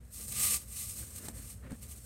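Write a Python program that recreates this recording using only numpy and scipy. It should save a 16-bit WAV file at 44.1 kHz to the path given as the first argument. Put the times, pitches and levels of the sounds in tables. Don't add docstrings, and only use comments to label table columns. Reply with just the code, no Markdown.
import sys
import numpy as np
from scipy import signal
from scipy.fft import rfft, irfft
from scipy.io import wavfile
from scipy.ndimage import uniform_filter1d

SR = 44100
rng = np.random.default_rng(int(sys.argv[2]) if len(sys.argv) > 2 else 0)


def generate_wav(signal):
    frames = np.transpose(np.atleast_2d(signal))
    scaled = np.clip(frames, -1, 1) * 32767
    pcm = np.round(scaled).astype(np.int16)
    wavfile.write(sys.argv[1], SR, pcm)


N = 90404
T = np.arange(N) / SR

# frequency_hz, relative_db
HISS_SPECTRUM = [(150, -20), (350, -27.5), (880, -26), (1500, -23), (2000, -20), (2500, -13.5), (3250, -16),
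                 (3800, -14.5), (4900, -13.5), (5700, -10), (6700, -10), (7600, -3.5), (8400, 3), (9100, 1),
                 (9900, -7), (11300, -5.5), (12000, -9), (12700, -3), (13900, -9), (15800, -15)]


def scrubbing():
    # time_s, relative_db
    strokes = [(0, -74), (.1, -65.5), (.14, -47), (.22, -43.5), (.26, -46), (.29, -43), (.35, -40.5),
               (.435, -27.5), (.47, -30), (.498, -33.5), (.517, -29.5), (.543, -29.5), (.57, -36),
               (.59, -52), (.62, -48.5), (.655, -58), (.72, -47), (.785, -40), (.84, -40.5), (.86, -44.5),
               (.9, -40.5), (.95, -48.5), (.995, -41.5), (1.06, -50.5), (1.15, -52), (1.185, -45),
               (1.21, -54), (1.255, -44.5), (1.305, -57), (1.335, -58.5), (1.36, -51), (1.45, -52.5),
               (1.505, -46.5), (1.56, -60.5), (1.63, -67.5), (1.695, -67.5), (1.735, -61), (1.805, -62.5),
               (1.83, -49), (1.875, -58), (1.915, -47), (1.955, -57), (1.975, -51.5), (2.01, -59.5),
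               (2.05, -53)]
    # time_s, relative_db
    body = [(0, -1.5), (.14, -17), (.22, -11), (.29, -20), (.33, -6), (.43, -10), (.49, -9), (.59, -9),
            (.66, -13.5), (.77, -10.5), (.95, -14), (1.16, -10.5), (1.25, -10.5), (1.55, -11), (1.8, -8.5),
            (2.05, -13.5)]
    slips_per_s, judder_per_s, crossover_hz = 9000, 113, 3860
    slips = (rng.random(N) < slips_per_s / SR) * np.sign(noise())
    slip_db = 1.5 * np.minimum(rng.exponential(size=N), 6)
    friction = unit(unit(slips * amp(slip_db)) + amp(-1.5) * noise())
    effort_db = curve(strokes) + wander(judder_per_s)
    hiss = colour(wall_reflections(friction * amp(effort_db)), HISS_SPECTRUM)
    low = signal.sosfiltfilt(signal.butter(2, crossover_hz, fs=SR, output="sos"), hiss)
    treble = hiss - low
    return tank_resonance(treble + amp(curve(body) + 13.5) * low)


def wall_reflections(x):
    tail = noise() * decay(start_s=0.0013, t60_s=.2)
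    reflected = signal.fftconvolve(x, tail / np.linalg.norm(tail))[:N]
    gain = amp(-13)
    return (x + gain * reflected) / np.hypot(1, gain)


def tank_resonance(x):
    # centre_hz, width_hz, lift_db
    bands = [(209.4, 22, 15), (479, 91, 12.5), (1200, 124, 15), (1360, 64, -2.5), (2020, 113, 7.5),
             (2190, 57, 3.5), (2900, 82, 2.5), (3557, 48, 3.5), (4017, 116, 7), (4310, 45, 6.5),
             (4530, 177, 5.5), (5255, 160, 5.5), (6110, 140, 5.5), (6510, 60, 8), (6770, 140, 7),
             (7060, 84, 4), (8130, 42, 1.5), (8370, 170, 0), (8370, 180, -1), (9600, 140, 1),
             (11100, 130, 2), (11000, 230, 1), (11600, 300, 3.5), (12620, 77, -1)]
    f = np.fft.rfftfreq(N, 1 / SR)
    lift_db = sum(db * .5 ** (((f - hz) / (width / 2)) ** 2) for hz, width, db in bands)
    return irfft(rfft(x) * amp(lift_db), N)


def fitting_clacks():
    # start_s, relative_db
    strikes = [(1.2846, -26), (1.2866, -31.5), (1.709, -51), (1.7195, -37.5)]
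    # pitch_hz, relative_db, t60_s
    modes = [(294, -6.5, 0.051), (500, -29, 0.06), (734, -14.5, 0.076), (826, -8.5, 0.027),
             (1350, -16, 0.026), (1730, -12.5, 0.022), (4280, -8.5, 0.013), (8150, -20, 0.0082),
             (8470, -0.5, 0.009)]
    # frequency_hz, relative_db
    crack_spectrum = [(300, 3), (2000, -9), (6500, -3), (8500, 6), (10000, -5), (12500, -7), (15800, -20)]
    crack = amp(-7) * colour(noise(), crack_spectrum)
    clacks = sum(amp(db) * (ring(start, modes) + crack * decay(start, t60_s=0.029))
                 for start, db in strikes)
    return amp(-6.5) * clacks


def tank_bumps():
    # start_s, relative_db
    blows = [(1.2974, -40.5), (1.7167, -32), (1.7274, -29.5)]
    # pitch_hz, relative_db, t60_s
    modes = [(130, -29, 0.069), (229, -1.5, 0.064), (252, -12.5, 0.069), (505, -10.5, 0.048)]
    contact_s = 0.00096
    thuds = sum(amp(db) * ring(start, modes) for start, db in blows)
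    return uniform_filter1d(thuds, int(contact_s * SR))


def wet_ticks():
    # start_s, relative_db, t60_s
    catches = [(0.0516, -59.5, 0.022), (.078, -66, .03), (0.281, -41.5, 0.064), (0.3222, -36.5, 0.066),
               (.432, -22, 0.0023), (0.896, -48, 0.063), (1.1598, -40, 0.05), (1.707, -51.5, 0.034),
               (1.7472, -46, 0.0033)]
    return tank_resonance(colour(noise() * bursts(catches), HISS_SPECTRUM))


def forearm():
    # time_s, level_db
    drag_levels = [(0, -72.5), (.17, -66.5), (.3, -61), (.5, -61), (.66, -66.5), (.9, -71), (1.0, -59),
                   (1.18, -60.5), (1.27, -53), (1.32, -65), (1.39, -56), (1.46, -63.5), (1.57, -70),
                   (1.62, -60.5), (1.67, -52.5), (1.745, -51), (1.775, -73), (2.05, -62)]
    # start_s, level_db, t60_s
    nudges = [(0.199, -53, 0.075), (0.284, -54, 0.093), (0.547, -56.5, 0.24), (1.293, -49, 0.069),
              (1.359, -59, .06), (1.665, -54, .05), (1.745, -60, .03)]
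    # frequency_hz, relative_db
    rustle_spectrum = [(120, 5), (250, 4), (380, -3.5), (530, -1), (750, -14.5), (1050, -12.5), (1750, -9),
                       (2400, -16.5), (3100, -22), (8000, -38)]
    drag = amp(curve(drag_levels) + 2.4 * wander(rate_per_s=76))
    return colour(noise() * np.hypot(drag, bursts(nudges)), rustle_spectrum)


def handling_rumble():
    # frequency_hz, relative_db
    rumble_spectrum = [(32, -38), (42, -14), (55, 6), (80, 3.5), (120, 0.5), (160, -12), (215, -6),
                       (300, -25.5), (450, -22), (900, -32), (2000, -39), (8000, -59)]
    # time_s, level_db
    handling_levels = [(0, -49.5), (.15, -57), (.22, -47), (.33, -47), (.62, -50), (.79, -52.5),
                       (.9, -47.5), (1.0, -50.5), (1.12, -49), (1.24, -55.5), (1.32, -43), (1.42, -50),
                       (1.53, -49.5), (1.6, -49.5), (1.76, -50.5), (1.85, -47), (2.05, -54.5)]
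    return unit(colour(noise(), rumble_spectrum)) * amp(curve(handling_levels))


def hum():
    pitch_hz, level_db = 59.3, -60.5
    phase = 2 * np.pi * pitch_hz * T + .5 * wander(rate_per_s=7.8)
    return np.sqrt(2) * np.sin(phase) * amp(level_db + 2 * wander(rate_per_s=1.6))


def amp(db):
    return 10 ** (np.asarray(db) / 20)


def unit(x):
    return x / np.sqrt(np.mean(x ** 2))


def curve(points):
    time_s, level_db = np.array(points).T
    return np.interp(T, time_s, level_db)


def colour(x, spectrum):
    hz, db = np.array(spectrum).T
    f = np.maximum(np.fft.rfftfreq(N, 1 / SR), 1)
    bass_rolloff = np.minimum(f / hz[0], 1) ** 2
    gain = amp(np.interp(np.log(f), np.log(hz), db)) * bass_rolloff
    return irfft(rfft(x) * unit(gain), N)


def noise():
    return rng.standard_normal(N)


def wander(rate_per_s):
    window = int(SR / rate_per_s)
    return unit(uniform_filter1d(uniform_filter1d(noise(), window), window))


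def decay(start_s, t60_s):
    return (T >= start_s) * np.exp(-np.log(1000) * np.maximum(T - start_s, 0) / t60_s)


def bursts(events):
    return sum(amp(db) * decay(start, t60) for start, db, t60 in events)


def ring(start_s, modes):
    return sum(amp(db) * decay(start_s, t60) * np.sin(2 * np.pi * hz * (T - start_s))
               for hz, db, t60 in modes)


def scene():
    contacts = scrubbing() + forearm() + fitting_clacks() + tank_bumps() + wet_ticks()
    return (contacts + hum() + handling_rumble())[None]


def record(dry):
    fade_in_s, cutoff_hz = .008, 15800
    opening = np.minimum(T / fade_in_s, 1)
    return signal.sosfilt(signal.ellip(10, .2, 70, cutoff_hz, fs=SR, output="sos"), dry * opening)


dry = scene()
out = record(dry)
generate_wav(out)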